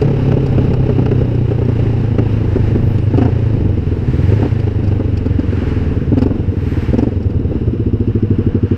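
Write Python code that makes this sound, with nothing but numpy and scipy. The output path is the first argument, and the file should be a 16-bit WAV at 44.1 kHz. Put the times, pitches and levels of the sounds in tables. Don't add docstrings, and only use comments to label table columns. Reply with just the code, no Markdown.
import sys
import numpy as np
from scipy import signal
from scipy.fft import rfft, irfft, next_fast_len
from scipy.io import wavfile
from scipy.ndimage import uniform_filter1d, minimum_filter1d, map_coordinates

SR = 44100
rng = np.random.default_rng(int(sys.argv[2]) if len(sys.argv) > 2 else 0)


def to_wav(s):
    ch = np.atleast_2d(s).T
    pcm = np.round(np.clip(ch, -1, 1) * 32767)
    wavfile.write(sys.argv[1], SR, pcm.astype(np.int16))


N = 386757
T = np.arange(N) / SR

# throttle opening in seconds, rise time in seconds, top engine speed in
# four-stroke cycles a second, decay of that speed per second, clutch pull in seconds.
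GEARS = [(-.2, .1, 35.698, .112, 3.1), (3.089, .126, 29.864, .109, 3.306),
         (4.074, .302, 28.131, .185, 5.705), (6.078, .165, 24.277, .1, 6.254),
         (6.863, .143, 23.46, .119, 7.026)]
# engine speed in cycles a second, boom in dB, bark in dB,
# rasp in dB relative to the bark, clean share of the tone from 0 to 1.
EXHAUST_VOICE = [(12, -15.5, -17.5, -34.5, 0.97), (16.6, -17, -20.5, -36.5, 0.98),
                 (18.2, -17.5, -23, -35.5, 0.4), (23.7, -15, -24, -16.5, .45),
                 (23.8, -14.5, -24.5, -15.5, .2), (29.8, -14, -23.5, -13.5, 0),
                 (35.7, -14.5, -19.5, -10.5, 0.01)]
# engine speed in cycles a second, scatter of level in dB.
STUMBLE = [(12, .8), (15, 1.2), (19, 1.6), (24, 1.8), (28, 1.4), (34, 1)]
# time in seconds, pitch in Hz.
BOOM_PITCH = [(0, 126.6), (1.2, 117.3), (2.2, 110.4), (3.1, 107), (3.3, 112.4), (3.9, 100.3), (4.4, 108.3),
              (5.1, 99.2), (6.4, 103.6), (7.3, 96.6), (8.2, 108)]
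# frequency in Hz, level in dB in cool gas, level in dB in hot gas.
BARK = [(100, -24, -18), (168, -12, -5.5), (208, -1, 1.5), (282, 7.5, 3.5), (357, 1.5, 2), (415, 2, 4),
        (481.5, -2, -2), (544, -15, -14), (620, -32.5, -29.5), (990, -41.5, -40), (2490, -71.5, -79.5),
        (8000, -115, -115)]
BANG = [(70, -37.5, -41.5), (172, -9.5, -4), (236, 7, 3), (294, 8.5, 3), (355, -3, -6), (416, -1, 7),
        (476, -5, -7), (600, -11, -10), (620, -30, -15.5), (760, -26, -22.5), (1050, -41, -34),
        (2500, -71.5, -67), (8000, -115, -115)]

# frequency in Hz, level in dB.
BOOM = [(20, -27), (45, -14), (65, -2), (85, 6), (104, 10.5), (122, 7), (148, -7), (185, -20), (300, -31.5),
        (600, -87.5), (4000, -120)]
CHUG = [(100, -20), (170, -6.5), (205, -2), (245, 3), (290, -2), (350, -1.5), (420, -7), (480, -11.5),
        (540, -33), (620, -56), (1000, -52), (2500, -77.5), (8000, -115)]
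RASP = [(300, -38), (560, 18), (645, -6.5), (760, 9), (880, 6), (1050, -9), (1500, -8), (2200, -10),
        (2850, -7.5), (3400, -20.5), (5200, -22.5), (6500, -30), (10000, -60), (14000, -64)]
VALVES = [(1500, -16), (2800, 7), (3600, -6.5), (4700, -8.5), (5200, 2.5), (5700, -13), (6500, -16.5),
          (7900, -15.5), (10000, -30.5), (14000, -30.5)]
WIND = [(10, -15), (28, -11), (45, -12.5), (90, -10), (250, -16.5), (1000, -45.5), (4000, -86.5)]
ROAD_HISS = [(200, -16), (680, -0.5), (1000, 1), (1500, -0.5), (2200, -5.5), (2850, -1), (3400, -16.5),
             (3800, -10.5), (4400, -19), (5200, -15), (6500, -28.5), (7800, -30), (9500, -35.5),
             (14000, -36.5)]
CAR_HISS = [(300, -19.5), (850, 6.5), (1200, -2.5), (1800, 4), (2900, -5.5), (3400, -10.5), (5200, -14),
            (6600, -22), (8000, -24.5), (9500, -32), (11300, -36.5), (12800, -34), (15000, -40.5)]
CAR_ROAR = [(300, -19.5), (800, -1), (1100, 0), (1600, 2), (2000, -5.5), (2900, -4.5), (3500, -18),
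            (5200, -20.5), (8000, -38), (15000, -56)]
CRACK = [(450, -16.5), (780, 8), (1050, -4.5), (1350, 2), (2200, -9.5), (2850, -3.5), (3400, -19.5),
         (5200, -20), (7000, -33.5), (14000, -52.5)]
TEAR = [(300, -17.5), (430, -1), (520, 2), (595, 6), (680, -6), (770, -1), (880, 0.5), (1060, -13),
        (1250, -7), (1700, -17.5), (3500, -51), (9000, -76.5)]
CHATTER = [(1500, -16), (2800, 4), (3500, -9), (5200, -5), (6500, -6), (7900, -11), (10000, -22.5),
           (14000, -24)]
KNOCK = [(400, -23.5), (620, -14.5), (705, 6.5), (795, -8.5), (865, 0), (960, -9.5), (1080, -14.5),
         (1700, -23.5), (3500, -54.5), (9000, -82)]
SIZZLE = [(5000, -23.5), (7200, -6.5), (8300, 0), (9300, -15), (11600, -13.5), (12600, -1.5), (13500, -1.5),
          (15000, -11.5)]

# nearest moment in seconds, level in dB, half-length in seconds,
# share of hiss against roar from 0 to 1.
CARS = [(0.05, -45, 0.39, 0.6), (1.88, -42, 0.3, 0.88), (2.63, -39.5, 0.23, .95), (3.328, -43, 0.27, 0.8),
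        (4.32, -36, 0.28, 0.98), (5.673, -35.5, 0.3, 0.4), (6.82, -35.5, 0.18, 0.8), (8.8, -42, 0.62, 0)]
# start in seconds, relative level in dB, relative crack in dB.
POPS = [(.014, -0.5, -21.5), (.076, -19.5, -15.5), (.315, -3.5, -13.5), (.365, -3.5, -26),
        (.577, -1, -19.5), (.732, -10, -11.5), (.889, -2, -22.5), (.981, -3, -26), (1.055, -7.5, -9),
        (1.109, -2.5, -17), (1.205, -5.5, -23), (1.506, -4, -22), (1.612, -6.5, -25.5),
        (1.683, -9.5, -17.5), (1.789, -9.5, -16.5), (2.182, -0.5, -17), (2.555, -2.5, -21),
        (2.748, -1.5, -26), (3.529, -12, -24), (4.182, -11.5, -25.5), (4.29, -10, -27), (4.32, -5.5, -21.5),
        (4.995, -4.5, -24), (5.252, -5.5, -31.5), (5.385, -4, -31.5), (5.522, -9, -23.5),
        (5.616, -7.5, -27.5), (6.72, -10.5, -33), (7.118, -11, -30), (7.509, -7, -30.5), (7.55, -11.5, -34),
        (7.668, -12, -35.5)]
# time in seconds, peak level in dB.
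RATTLES = [(0.0149, -26), (0.4623, -30), (0.523, -39.5), (0.7357, -31), (1.3483, -38.5), (1.6517, -41),
           (2.982, -35), (3.1742, -29), (3.2166, -31.5), (3.253, -38), (4.597, -32.5), (4.84, -36),
           (4.8762, -33.5), (5.1725, -29), (5.259, -36.5), (5.3947, -35.5), (6.172, -36.5), (6.185, -30),
           (6.2185, -23.5), (6.23, -29.5), (6.262, -38.5), (6.938, -32.5), (6.9838, -29), (7.0275, -33.5),
           (7.227, -40.5), (7.303, -41.5)]
# frequency in Hz, level in dB, seconds to fall by 60 dB.
METAL_MODES = [(2570, -6, .016), (3600, -9, .014), (4750, 0, .014), (5250, 0, .018), (5650, -4, .014),
               (7100, -9, .014), (8100, -11, .012)]
# loudest moment in seconds, pitch then in Hz, level in dB.
WHISTLES = [(2.852, 12940, -62), (2.91, 12400, -62), (2.924, 11400, -66), (2.969, 10300, -68),
            (3.029, 8400, -65)]
# time in seconds, change in the gas driving the boom in dB.
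MISFIRES = [(3.10, -7), (3.82, -5), (4.03, -6), (4.12, -6), (4.71, -4), (5.09, -2.5), (6.345, -5.5),
            (6.432, -8.5), (6.528, -12), (7.115, -8), (7.21, -9), (7.30, -8.5), (7.40, -11.5), (7.50, -1.5),
            (7.735, -14.5)]
# time in seconds, relative level in dB,
# crack in dB and knock in dB, both against the bang.
BLIP_FIRINGS = [(3.137, -6, -27, -17.5), (3.176, -1.5, -25, -16), (3.213, 3, -19.5, -16.5),
                (3.248, -4, -24.5, -14), (3.281, -9, -28, -20), (4.39, -10, -24.5, -18),
                (4.42, -5.5, -22, -13.5), (4.451, -7, -24.5, -20), (6.119, -1, -34, -30.5),
                (6.17, 1.5, -22.5, -24), (6.217, 0, -22.5, -21), (6.259, -5, -31, -21.5),
                (6.302, -7, -34.5, -19.5), (6.932, -1.5, -27.5, -22.5), (6.981, -1.5, -26, -21.5),
                (7.025, -1.5, -26, -21.5), (7.068, -6, -31, -23.5)]
# time in seconds, level in dB, half-length in seconds.
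SIZZLES = [(4.3, -67, .08), (6.74, -62, .11)]

BOOM_CENTRE_HZ = 107.3
FIRING_SHIFT_S = .002


def amp(db):
    return 10 ** (np.asarray(db) / 20)


def unit(x):
    return x / np.sqrt(np.mean(x ** 2) + 1e-20)


def even(x):
    power = uniform_filter1d(uniform_filter1d(x ** 2, size=10000), size=7000)
    return x / np.sqrt(np.abs(power) + 1e-12)


def wobble(rate):
    return map_coordinates(rng.standard_normal(int(N * rate / SR) + 4), [T * rate])


def through(x, spectrum, size=8192):
    hz, db = np.transpose(spectrum)
    gain = amp(np.interp(np.log(np.fft.rfftfreq(size, 1 / SR) + 1), np.log(hz), db))
    cepstrum = irfft(np.log(gain))
    cepstrum[1:size // 2] *= 2
    cepstrum[size // 2 + 1:] = 0
    response = irfft(np.exp(rfft(cepstrum)))
    return signal.fftconvolve(x, response / np.linalg.norm(response))[:len(x)]


def noise(spectrum):
    return unit(through(rng.standard_normal(N), spectrum))


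def burst(spectrum, rise_s):
    t = T[:SR // 6]
    swell = (t / rise_s) ** 2 * np.exp(-2 * t / rise_s)
    return unit(through(swell * rng.standard_normal(len(t)), spectrum))


def add(track, s, sound):
    part = track[max(0, round(s * SR)):][:len(sound)]
    part += sound[:len(part)]


def engine_speed(idle=11.955, run_down_s=.696):
    speed = np.zeros(N)
    for s, rise_s, top, decay, clutch_s in GEARS:
        geared = top * np.exp(-decay * (np.minimum(T, clutch_s) - s))
        spin = np.exp(-(np.maximum(T - clutch_s, 0) / run_down_s) ** 1.686)
        takeover = np.clip((T - s) / rise_s, 0, 1)
        speed += takeover * (idle + spin * (geared - idle) - speed)
    return speed


def cycle_times(speed, offset=0):
    cycles = np.cumsum(speed) / SR - .465
    return np.interp(np.arange(int(cycles[-1]) + 1) + offset, cycles, T)


def firings(speed, scatter_db, second_db, idle_second_db, lag_cycles, jitter_s=.0003):
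    pulses = np.zeros(N)
    for offset, levels in ((0, [0, 0]), (lag_cycles, [idle_second_db, second_db])):
        at = cycle_times(speed, offset) + FIRING_SHIFT_S
        timing, strength = rng.standard_normal((len(at), 2)).T
        i = np.clip((at + jitter_s * timing) * SR, 0, N - 1).astype(int)
        pulses[i] -= amp(np.interp(speed[i], [14, 21], levels) + scatter_db[i] * strength)
    return pulses


def puffs(pulses, life_s, rise_s=.024):
    t = T[:SR // 8]
    gate = signal.fftconvolve(pulses, (1 - np.exp(-t / rise_s)) * np.exp(-t / life_s))[:N]
    return unit(gate * rng.standard_normal(N))


def heat(s, cool_hz=103, hot_hz=116):
    return np.clip((np.interp(s, *np.transpose(BOOM_PITCH)) - cool_hz) / (hot_hz - cool_hz), 0, 1)


def warmed(table, share):
    return [(hz, cool + share * (hot - cool)) for hz, cool, hot in table]


def pipe(x, trip_s, echo, spread_s):
    size = next_fast_len(len(x) + SR // 4)
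    hz = np.fft.rfftfreq(size, 1 / SR)
    delay_s = spread_s * np.interp(hz, [209, 351, 412.6, 485], [0, .2, .5, 1.3])
    lateness = np.exp(-2j * np.pi * np.cumsum(delay_s) * hz[1])
    returns = 1 / (1 - echo * np.exp(-2j * np.pi * hz * trip_s))
    return irfft(rfft(x, size) * lateness * returns, size)[:len(x)]


def pipe_bark(fronts, clean):
    rough_gas = unit(fronts) + .55 * puffs(fronts, life_s=.0045)
    clean_gas = unit(fronts) + .15 * puffs(fronts, life_s=.012)
    hot = heat(T)
    cool_tone, hot_tone = (through(rough_gas, warmed(BARK, share)) for share in (0, .92))
    burble = even(pipe((1 - hot) * cool_tone + hot * hot_tone, trip_s=.0085, echo=.12, spread_s=.003))
    chug = even(pipe(through(clean_gas, CHUG), trip_s=.00863, echo=.26, spread_s=.02))
    return even(np.sqrt(1 - clean) * burble + np.sqrt(clean) * chug)


def throb(t, swell_s=.0098):
    return (t / swell_s * np.exp(-t / swell_s)) ** 3 * np.cos(2 * np.pi * BOOM_CENTRE_HZ * (t - swell_s))


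def pipe_boom(speed, stumble_db, clean):
    slugs = firings(speed, stumble_db, second_db=-2.5, idle_second_db=-6, lag_cycles=.2594)
    slugs *= misfire_gain(speed)
    flow = unit(slugs) + .19 * puffs(slugs, life_s=.004)
    clock = np.cumsum(np.interp(T, *np.transpose(BOOM_PITCH)) / BOOM_CENTRE_HZ)
    steps = np.arange(int(clock[-1]))
    flow = np.interp(steps, clock, flow)
    throbs = signal.fftconvolve(flow, throb(T[:SR // 12]))[:len(flow)]
    short, ringing = (even(np.interp(clock, steps, x)) for x in (throbs, through(flow, BOOM)))
    return even((1 - clean ** 2) * short + clean ** 2 * ringing)


def engine(speed):
    rates, *columns = np.transpose(EXHAUST_VOICE)
    boom_db, bark_db, rasp_db, clean = (np.interp(speed, rates, column) for column in columns)
    stumble_db = np.interp(speed, *np.transpose(STUMBLE))
    acceleration = uniform_filter1d(np.maximum(np.gradient(speed) * SR, 0), size=2000)
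    boom_db += .15 * acceleration
    scatter_db = .8 * stumble_db + .8 * (1 - clean)
    fronts = firings(speed, scatter_db, second_db=-3.5, idle_second_db=-8, lag_cycles=.23)
    bark = amp(bark_db) * pipe_bark(fronts, clean)
    rasp = amp(bark_db + rasp_db) * even(through(puffs(fronts, life_s=.005), RASP))
    ticks = amp(-68 + 7.9 * clean) * even(through(puffs(fronts, life_s=.0023), VALVES))
    boom = amp(boom_db) * pipe_boom(speed, stumble_db, clean)
    return boom - bark + rasp + ticks


def wind_and_road(wind_fall_db_per_s=.72, hiss_fall_db_per_s=.97):
    wind = unit(noise(WIND) * amp(2 * wobble(5.2)))
    hiss = amp(1.3 * wobble(12)) * noise(ROAD_HISS)
    return amp(-17 - wind_fall_db_per_s * T) * wind + amp(-39.5 - hiss_fall_db_per_s * T) * hiss


def oncoming_cars():
    power = np.array([amp(db) ** 2 / (1 + ((T - s) / half_s) ** 2) ** 2 for s, db, half_s, _ in CARS])
    bright = np.array([share for *_, share in CARS])
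    return sum(np.sqrt(share @ power) * amp(.78 * wobble(26)) * noise(spectrum)
               for share, spectrum in ((bright, CAR_HISS), (1 - bright, CAR_ROAR)))


def bang(s, t, length_s=.035):
    push = .058 * (1 - np.exp(-t / .0022)) * np.exp(-t / .015) * rng.standard_normal(len(t))
    push[0] += 1
    add(push, .0094 + .002 * rng.uniform(-.99, 1), [.85])
    body = pipe(through(push, warmed(BANG, heat(s))), trip_s=.008, echo=.2, spread_s=.003)
    return unit(body * (1 - np.exp(-(t / .002) ** 2)) * np.exp(-(t / length_s) ** 4))


def fuel_pops(speed, sputter_share=.05, rise_s=.006):
    track, t, at = np.zeros(N), T[:SR // 6], cycle_times(speed)
    overrun = np.interp(at, T, speed) > 20
    sputter = [(s, -18, -29.5) for s in at[overrun & (rng.random(len(at)) < sputter_share)]]
    for s, db, crack_db in list(POPS) + sputter:
        air = amp(crack_db) * burst(CRACK, rise_s) + amp(-16.5) * burst(TEAR, 1.7 * rise_s)
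        add(track, s, amp(db - 19) * bang(s, t) + amp(db - 22) * air)
    return track


def rattles():
    track, t = np.zeros(N), T[:SR // 14]
    for s, db in RATTLES:
        chance = rng.standard_normal((len(METAL_MODES), 2))
        modes = np.zeros(len(t))
        for (hz, mode_db, t60), (strength, detune) in zip(METAL_MODES, chance):
            decay = amp(mode_db + 3.3 * strength - 60 * t / t60)
            modes += decay * np.sin(2 * np.pi * hz * (1 + .022 * detune) * t)
        chatter = burst(CHATTER, rise_s=.0055)[:len(t)]
        tick = unit(signal.fftconvolve(chatter, modes)[:len(t)]) + .79 * unit(chatter)
        add(track, s - .003, amp(db) * tick / np.abs(tick).max())
    return track


def whistles(fall_octaves_per_s=.7, half_s=.05):
    track, t = np.zeros(N), T[:SR // 4] - .125
    for s, hz, db in WHISTLES:
        waver = unit(uniform_filter1d(rng.standard_normal(len(t)), size=30))
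        pitch = hz * 2 ** (-fall_octaves_per_s * t) * (1 + .019 * waver)
        swell = amp(db) * np.exp(-(t / half_s) ** 2)
        add(track, s + t[0], swell * np.sin(2 * np.pi * np.cumsum(pitch) / SR))
    return track


def misfire_gain(speed):
    starts, at = cycle_times(speed, offset=-.25), cycle_times(speed)
    cycle_db = np.zeros(len(starts) + 1)
    for s, db in MISFIRES:
        cycle_db[np.argmin(np.abs(at - s)) + 1] = db
    return amp(cycle_db[np.searchsorted(starts, T)])


def throttle_blips(rise_s=.009, boom_db=-.5):
    track, t = np.zeros(N), T[:SR // 6]
    for s, db, crack_db, knock_db in BLIP_FIRINGS:
        air = amp(crack_db) * burst(CRACK, rise_s) + amp(knock_db) * burst(KNOCK, rise_s)
        thud = bang(s, t) - amp(boom_db) * unit(throb(t)) + air
        add(track, s - FIRING_SHIFT_S, amp(db - 16.5) * thud)
    return track


def giving_way(duck_db=-5.5):
    near = sum(np.exp(-((T - s - .016) / .026) ** 4) for s, *_ in BLIP_FIRINGS)
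    return amp(duck_db * np.minimum(near, 1))


def tyre_sizzle():
    swell = sum(amp(db) * np.exp(-((T - s) / half_s) ** 2 / 2) for s, db, half_s in SIZZLES)
    return swell * amp(1.5 * wobble(30)) * noise(SIZZLE)


def scene():
    speed = engine_speed()
    motorcycle = engine(speed) * giving_way() + throttle_blips() + fuel_pops(speed) + rattles()
    return (motorcycle + wind_and_road() + oncoming_cars() + tyre_sizzle() + whistles())[None]


def record(dry, ceiling=.93, low_hz=10, top_hz=15400):
    needed = ceiling / np.maximum(np.abs(dry), ceiling)
    held = minimum_filter1d(needed, size=400)
    gain = uniform_filter1d(uniform_filter1d(held, size=200), size=200)
    size = next_fast_len(N + SR // 2)
    hz = np.fft.rfftfreq(size, 1 / SR)
    return irfft(rfft(dry * gain, size) * (hz > low_hz) * (hz < top_hz), size)[..., :N]


dry = scene()
out = record(dry)
to_wav(out)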